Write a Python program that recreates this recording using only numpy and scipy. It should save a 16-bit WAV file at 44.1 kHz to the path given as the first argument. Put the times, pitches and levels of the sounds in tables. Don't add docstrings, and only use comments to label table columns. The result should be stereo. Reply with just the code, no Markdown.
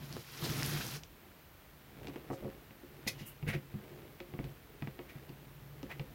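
import sys
import numpy as np
from scipy import signal
from scipy.fft import rfft, irfft, next_fast_len
from scipy.io import wavfile

SR = 44100
rng = np.random.default_rng(int(sys.argv[2]) if len(sys.argv) > 2 else 0)


def digitize_waveform(pressure):
    field = np.atleast_2d(pressure).T
    bounded = np.clip(field, -1, 1)
    quanta = np.round(bounded * 32767).astype(np.int16)
    wavfile.write(sys.argv[1], SR, quanta)


N = 270774
TIME = np.arange(N) / SR

# [start_s, table_thump_db, block_knock_db, click_peak_db, click_brightness_hz]
TAPS = [(0.167, -42, -45.5, -47, 1090), (0.425, -34.5, -46, -34, 1500), (0.625, -39, -50, -25, 2250),
        (1.035, -68, -62, -33.5, 5860), (2.071, -54, -47, -34.5, 4170), (2.083, -57, -37.5, -40, 5300),
        (2.159, -55, -40, -37, 3500), (2.425, -47, -39, -57, 1500), (2.708, -58, -51, -44.5, 3000),
        (2.834, -62, -44, -57, 2000), (3.066, -44, -36, -38, 2500), (3.21, -38.5, -45, -59, 2500),
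        (3.427, -31, -46, -37, 2550), (3.467, -29, -43.5, -45, 2500), (3.487, -33, -39.5, -44, 2500),
        (3.541, -30.5, -36, -35, 4530), (3.554, -34, -38.5, -51, 2500), (3.741, -31, -47, -46, 2500),
        (4.203, -60, -43, -34, 3350), (4.338, -35, -37.5, -41, 2160), (4.390, -32, -32.5, -34, 2490),
        (4.442, -40, -42.5, -41, 4400), (4.823, -31.5, -37, -34, 2500), (4.873, -36.5, -36.5, -35, 3300),
        (4.991, -50, -39, -36, 2730), (5.155, -39, -58, -50, 2000), (5.293, -41, -48, -43.5, 4000),
        (5.83, -41.5, -38, -39, 5700), (5.996, -32, -44, -33.5, 3100)]
# [start_s, knock_db, hollow_clack_db, first_gap_s]
ROCKS = [(2.302, -34.5, -39.5, .008), (2.446, -33, -49, .009)]
TAP_CLACK_DB = -11
ROCK_GAP_GROWTH, ROCK_LOSS_DB = 2.7, 2
ROCK_THUMP_DB, ROCK_CLICK_DB = -8.5, 2.5
ROCK_BRIGHTNESS_HZ = 1280

# [pitch_hz, relative_level_db, t60_s]
TABLE_MODES = [(54.6, -6.5, 0.078), (108.8, -5, 0.13), (137, 2, 0.16), (149.6, -1.5, 0.12),
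               (207.6, -13, 0.2), (249, -16, 0.16)]
# [pitch_hz, relative_level_db, t60_s]
BLOCK_MODES = [(218, 12.5, 0.033), (272.7, 4, 0.074), (304.3, -0.5, 0.077), (351.4, 5, 0.12),
               (452.5, -1, 0.087), (534.6, -9.5, 0.24), (579.7, -6, 0.061)]
# [pitch_hz, relative_level_db, t60_s]
HOLLOW_MODES = [(723, -3, 0.082), (830, 11.5, 0.018), (950, -7, 0.067), (1129, -8.5, 0.069),
                (1255, -3, 0.037)]
# [pitch_hz, relative_level_db, t60_s]
CLICK_MODES = [(1550, -21, 0.016), (1770, -19, 0.074), (1976, 5.5, 0.0094), (2258, -2, 0.026),
               (2497, -6.5, 0.039), (2775, 1, 0.015), (3440, -16, 0.076), (4200, -41, 0.025)]

# [time_s, rubber_creak_db, table_rumble_db], before the trims below
PRESS = [(1.05, -68, -63), (1.25, -61.5, -82), (1.5, -71, -81), (1.82, -67.5, -58.5), (2.05, -49, -51.5),
         (2.25, -54, -58), (2.56, -55.5, -56), (2.68, -66.5, -69), (3.14, -54.5, -50.5), (3.36, -63, -65),
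         (3.7, -60.5, -61), (3.83, -54, -57), (4.03, -55.5, -51.5), (4.2, -62, -64), (4.48, -55, -44.5),
         (4.6, -64.5, -71), (4.78, -59.5, -64), (5.25, -58, -62), (5.62, -63.5, -52.5), (5.88, -56.5, -56),
         (6.14, -58, -47.5)]
CREAK_TRIM_DB, MURMUR_TRIM_DB = -1.5, -2
CRACKLE_DB, CRACKLE_AT_CREAK_DB = -67, -55
CRACKLE_FOLLOWS = 0.64
SLIPS_PER_S, SLIP_DB = 45, -12.5
# [frequency_hz, relative_density_db]
CREAK_SPECTRUM = [(150, -2), (250, 1.5), (370, 5.5), (550, -4.5), (800, -8.5), (1400, -25)]
# [frequency_hz, relative_density_db]
CRACKLE_SPECTRUM = [(600, -10), (1000, -1.5), (2100, 1), (3500, -5), (6000, -15), (12000, -14)]

# [time_s, hiss_db, table_rumble_db], before the trims below
SLIDE = [(0.0, -58.5, -54), (0.036, -55, -47), (0.086, -56, -51.5), (0.16, -53.5, -46), (0.244, -57.5, -64),
         (0.394, -48.5, -49.5), (0.458, -43, -38.5), (0.572, -43, -40), (0.726, -41.5, -39),
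         (0.968, -47.5, -49), (1.0, -73, -55.5)]
HISS_TRIM_DB, RUMBLE_TRIM_DB = 1.32, 0.35
# [frequency_hz, relative_density_db]
PAPER_SPECTRUM = [(450, -2), (600, -19), (900, -9.5), (1500, -6), (2800, -7), (4000, -7.5), (5500, -6.5),
                  (7000, -12), (8300, -15), (10500, -12.5), (13500, -11), (16000, -16)]
# [frequency_hz, relative_density_db]
RUMBLE_SPECTRUM = [(35, -26), (60, -7.5), (100, -6.5), (128, 0.5), (145, 9), (165, -4), (190, -7.5),
                   (245, -4.5), (285, -11), (350, -6.5), (430, -21.5), (700, -18.5)]

# [strongest_s, length_s, level_db, nail_scratch_share]
SKIDS = [(3.081, 0.019, -32, 0.96), (3.201, 0.045, -53.5, .6), (3.492, 0.042, -38, 0.04),
         (3.541, 0.033, -41.5, .02), (5.099, 0.029, -53, 0.08), (5.905, .014, -48, 0),
         (5.919, .016, -43.5, 0)]
# [strongest_s, length_s,
# level_db, pitch_hz, width_hz]
BRUSHES = [(0.448, 0.04, -39.5, 4000, 1100), (0.809, 0.0094, -39, 1540, 250),
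           (2.334, 0.041, -59.5, 5400, 4000), (3.081, .022, -38.5, 2510, 150),
           (3.223, 0.18, -58.5, 2880, 250), (3.275, 0.043, -47.5, 13000, 5800),
           (3.488, 0.021, -51, 9800, 900), (5.905, 0.037, -50.5, 730, 497)]
RISE_SHARE = 0.39
# [frequency_hz, relative_density_db]
SKIN_SPECTRUM = [(500, -9), (900, -19), (1400, -12), (1900, -5.5), (2400, -5.5), (3200, -15), (4500, -23),
                 (8000, -34), (16000, -28)]
# [frequency_hz, relative_density_db]
NAIL_SPECTRUM = [(800, -8.5), (1600, -25), (2000, 5.5), (2450, -15), (3300, -4), (4300, 0), (5300, -1),
                 (6500, -1.5), (8300, -12), (9800, -6), (13000, -8.5), (16000, -15)]

# [start_s, peak_db, pitch_hz]
GRIT = [(0.127, -29, 5200), (0.167, -25, 434), (0.494, -25.5, 3980), (0.631, -20.5, 5160),
        (0.662, -21, 11800), (0.711, -30, 4500), (0.867, -23, 6050), (0.969, -33, 5600), (4.444, -36, 2940)]

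# [frequency_hz, side_minus_mid_db]
NEAR_WIDTH = [(60, -20), (170, -24), (400, -9.5), (1300, -15), (2400, -9), (4400, -2), (8000, 3),
              (15000, -1)]
# [frequency_hz, side_minus_mid_db]
ROOM_WIDTH = [(60, -10), (200, -1), (400, 1), (15000, 0)]
# [frequency_hz, relative_density_db]
ROOM_TONE_SPECTRUM = [(25, -38), (38, 2.5), (55, 3.5), (75, 3.5), (110, -2), (180, 0), (240, -5), (430, -6),
                      (920, -8.5), (1800, -10.5), (2900, -14), (4500, -19), (7000, -24.5)]
# [frequency_hz, relative_density_db]
HISS_SPECTRUM = [(6000, -16), (8500, -12), (11000, -6), (13000, -2), (15000, 1), (16000, 1)]
# [pitch_hz, width_hz, level_db]
TONES = [(138, 14, -68), (8215, 8, -90), (13302, 14, -77), (13340, 160, -77)]
ROOM_TONE_DB, HISS_DB = -57, -61.5
ROOM_T60_S, REFLECTIONS_DB = 0.14, -6.5
CUTOFF_HZ = 15900


def from_db(db):
    return 10 ** (np.asarray(db) / 20)


def rms_one(x):
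    return x / np.sqrt(np.mean(x ** 2) + 1e-20)


def gains(rows):
    s, *columns = np.transpose(rows)
    beyond = np.abs(TIME - np.clip(TIME, s[0], s[-1]))
    fade = np.exp(-(beyond / 0.041) ** 2)
    return [from_db(np.interp(TIME, s, db)) * fade for db in columns]


def gain_at(points, hz):
    f, db = np.transpose(points)
    return from_db(np.interp(np.log(hz + 1e-3), np.log(f), db))


def colour(pair, spectrum, width):
    size = next_fast_len(N)
    hz = np.arange(size // 2 + 1) * SR / size
    mid, side = rfft(pair, size)
    spread = gain_at(width, hz)
    both = (mid + spread * side * [[1], [-1]]) / np.hypot(1, spread)
    low_end = np.minimum(hz / spectrum[0][0], 1) ** 2
    high_end = np.minimum(spectrum[-1][0] / (hz + 1), 1) ** 2
    shaped = both * gain_at(spectrum, hz) * low_end * high_end
    return rms_one(irfft(shaped, size)[:, :N])


def cut(x, hz, kind, order=2):
    return signal.sosfilt(signal.butter(order, min(hz, .45 * SR), kind, fs=SR, output="sos"), x)


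def resonate(x, hz, width_hz):
    r = np.exp(-np.pi * width_hz / SR)
    feedforward = np.array([1, 0, -1]) * (1 - r * r) / 2
    feedback = [1, -2 * r * np.cos(2 * np.pi * hz / SR), r * r]
    return signal.lfilter(feedforward, feedback, x)


def ring_modes(x, modes, width_times_t60):
    total = 0
    for k, (hz, db, t60) in enumerate(modes):
        total = total + (-1) ** k * from_db(db) * resonate(x, hz, width_times_t60 / t60)
    return rms_one(total)


def add(out, s, sound):
    at = max(round(s * SR), 0)
    out[:, at:at + sound.shape[-1]] += sound[:, :max(N - at, 0)]


def flutter(per_s, depth_db):
    knots = rng.standard_normal(4096)
    return from_db(depth_db * np.interp(TIME * per_s, np.arange(len(knots)), knots))


def grains(per_s, spread_db):
    sizes = from_db(spread_db * np.minimum(rng.exponential(1, (2, N)), 5))
    slips = rng.random((2, N)) < per_s / SR
    return rms_one(slips * sizes * rng.choice([-1, 1], (2, N))) + 1e-18


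def swell(s, length):
    side_length = length * np.where(TIME < s, RISE_SHARE, 1 - RISE_SHARE)
    return np.exp(-np.minimum(((TIME - s) / side_length) ** 2, 60))


def strike(modes, scatter_db, phase_spread):
    hz, db, t60 = np.transpose(modes)[:, :, None]
    t = np.arange(SR // 3) / SR
    strength = from_db(db + scatter_db * rng.standard_normal(hz.shape))
    loaded_hz = hz * (1 + 0.015 * rng.standard_normal(hz.shape))
    phase = phase_spread * rng.standard_normal((2, len(hz), 1))
    decay = from_db(-60 * t / t60)
    ring = (strength * decay * np.sin(2 * np.pi * loaded_hz * t + phase)).sum(axis=1)
    return ring / np.sqrt(np.mean(ring[:, :SR // 50] ** 2))


def contacts():
    for s, thump_db, knock_db, click_db, bright_hz in TAPS:
        clack_db = (knock_db + click_db) / 2 + TAP_CLACK_DB
        yield s, click_db, thump_db, knock_db, clack_db, bright_hz
    for s, first_knock_db, first_clack_db, gap in ROCKS:
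        for k in range(3):
            knock_db = first_knock_db - k * ROCK_LOSS_DB
            clack_db = first_clack_db - k * ROCK_LOSS_DB
            click_db = clack_db + ROCK_CLICK_DB
            thump_db = knock_db + ROCK_THUMP_DB
            yield s, click_db, thump_db, knock_db, clack_db, ROCK_BRIGHTNESS_HZ
            s = s + gap * ROCK_GAP_GROWTH ** k


def knocks():
    out, t = np.zeros((2, N)), np.arange(SR // 3) / SR
    for s, click_db, thump_db, knock_db, clack_db, bright_hz in contacts():
        shared, left, right = rng.standard_normal((3, len(t)))
        contact = shared + .5 * np.array([left, right])
        crack = contact * (np.exp(-t / .001) + .16 * np.exp(-t / .007))
        wood = strike(CLICK_MODES, scatter_db=2, phase_spread=.5)
        bright = cut(wood + 8 * crack, bright_hz * 0.57, "high")
        body = cut(bright, bright_hz * 1.04, "low", order=3)
        click = body + 0.056 * cut(bright, bright_hz * 3, "low", order=1)
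        thump = -strike(TABLE_MODES, scatter_db=3.7, phase_spread=0.07) * (1 - np.exp(-t / 0.0065))
        knock = -strike(BLOCK_MODES, scatter_db=5.5, phase_spread=0.54) * (1 - np.exp(-t / 0.0034))
        clack = strike(HOLLOW_MODES, scatter_db=1.5, phase_spread=0.55) * (1 - np.exp(-t / 0.0024))
        add(out, s, from_db(click_db) * click / np.abs(click).max())
        add(out, s, from_db(thump_db) * thump + from_db(knock_db) * knock + from_db(clack_db) * clack)
    return out


def press():
    creak, rumble = gains(PRESS)
    crackle = (creak / from_db(CRACKLE_AT_CREAK_DB)) ** CRACKLE_FOLLOWS
    tremor = colour(grains(800, spread_db=0.5), [(35, 0), (250, 0)], NEAR_WIDTH)
    table = ring_modes(tremor, TABLE_MODES, 0.83)
    creep = colour(grains(1800, spread_db=2.65), CREAK_SPECTRUM, NEAR_WIDTH)
    paper = colour(grains(1900, spread_db=4.0), CRACKLE_SPECTRUM, NEAR_WIDTH)
    slips = colour(grains(SLIPS_PER_S, spread_db=1.0), CRACKLE_SPECTRUM, NEAR_WIDTH)
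    rubber = creep + from_db(SLIP_DB) * slips
    out = from_db(MURMUR_TRIM_DB) * rumble * table
    out += from_db(CREAK_TRIM_DB) * creak * rubber
    return out + from_db(CRACKLE_DB) * crackle * paper


def slide():
    hiss, rumble = gains(SLIDE)
    edges = np.geomspace(300, 19200, 10)
    patches = 0
    for low, high in zip(edges, edges[1:]):
        above = cut(grains(12000, spread_db=3.5), low, "high", order=4)
        patches = patches + cut(above, high, "low", order=4) * flutter(160, depth_db=3)
    rasp = colour(patches, PAPER_SPECTRUM, NEAR_WIDTH)
    judder = colour(grains(1200, spread_db=2), RUMBLE_SPECTRUM, NEAR_WIDTH)
    return from_db(HISS_TRIM_DB) * hiss * rasp + from_db(RUMBLE_TRIM_DB) * rumble * judder


def skids():
    out = np.zeros((2, N))
    skin = colour(grains(6500, spread_db=3.0), SKIN_SPECTRUM, NEAR_WIDTH)
    nail = colour(grains(8200, spread_db=2.0), NAIL_SPECTRUM, NEAR_WIDTH)
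    ring = ring_modes(skin, CLICK_MODES, 0.99)
    skin = rms_one(skin + from_db(-17.0) * ring)
    for s, length, db, scratch in SKIDS:
        mixture = np.sqrt(1 - scratch) * skin + np.sqrt(scratch) * nail
        out += from_db(db) * swell(s, length) * mixture
    return out * flutter(380, depth_db=0.5)


def brushes():
    out = np.zeros((2, N))
    rub = rng.standard_normal((2, N))
    for s, length, db, hz, width_hz in BRUSHES:
        out += from_db(db) * swell(s, length) * rms_one(resonate(rub, hz, width_hz))
    return out


def grit():
    out, t = np.zeros((2, N)), np.arange(SR // 50) / SR
    for s, db, hz in GRIT:
        burst = rng.standard_normal((2, len(t))) * np.exp(-t / 0.00035)
        tick = resonate(burst, hz, hz * 0.33)
        add(out, s, from_db(db) * tick / np.abs(tick).max())
    return out


def room(x):
    t = np.arange(SR // 2) / SR
    noise = rng.standard_normal((2, len(t))) * np.clip((t - .003) / 0.0039, 0, 1)
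    tail = noise * from_db(-60 * t / ROOM_T60_S)
    tail = cut(tail / np.sqrt(np.sum(tail ** 2) / 2), 340, "high")
    return signal.fftconvolve(x, tail, axes=1)[:, :N]


def background():
    out = from_db(ROOM_TONE_DB) * colour(rng.standard_normal((2, N)), ROOM_TONE_SPECTRUM, ROOM_WIDTH)
    out += from_db(HISS_DB) * colour(rng.standard_normal((2, N)), HISS_SPECTRUM, ROOM_WIDTH)
    for hz, width_hz, db in TONES:
        out += from_db(db) * rms_one(resonate(rng.standard_normal((2, N)), hz, width_hz))
    return out


def scene():
    blows = knocks() + grit() + skids() + brushes()
    friction = slide() + press()
    reflections = room(blows) + room(friction)
    near = blows + friction + from_db(REFLECTIONS_DB) * reflections
    return near * from_db([[-.5], [.5]]) + background()


def record(dry):
    return signal.sosfilt(signal.ellip(12, .1, 80, CUTOFF_HZ, fs=SR, output="sos"), dry)


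dry = scene()
out = record(dry)
digitize_waveform(out)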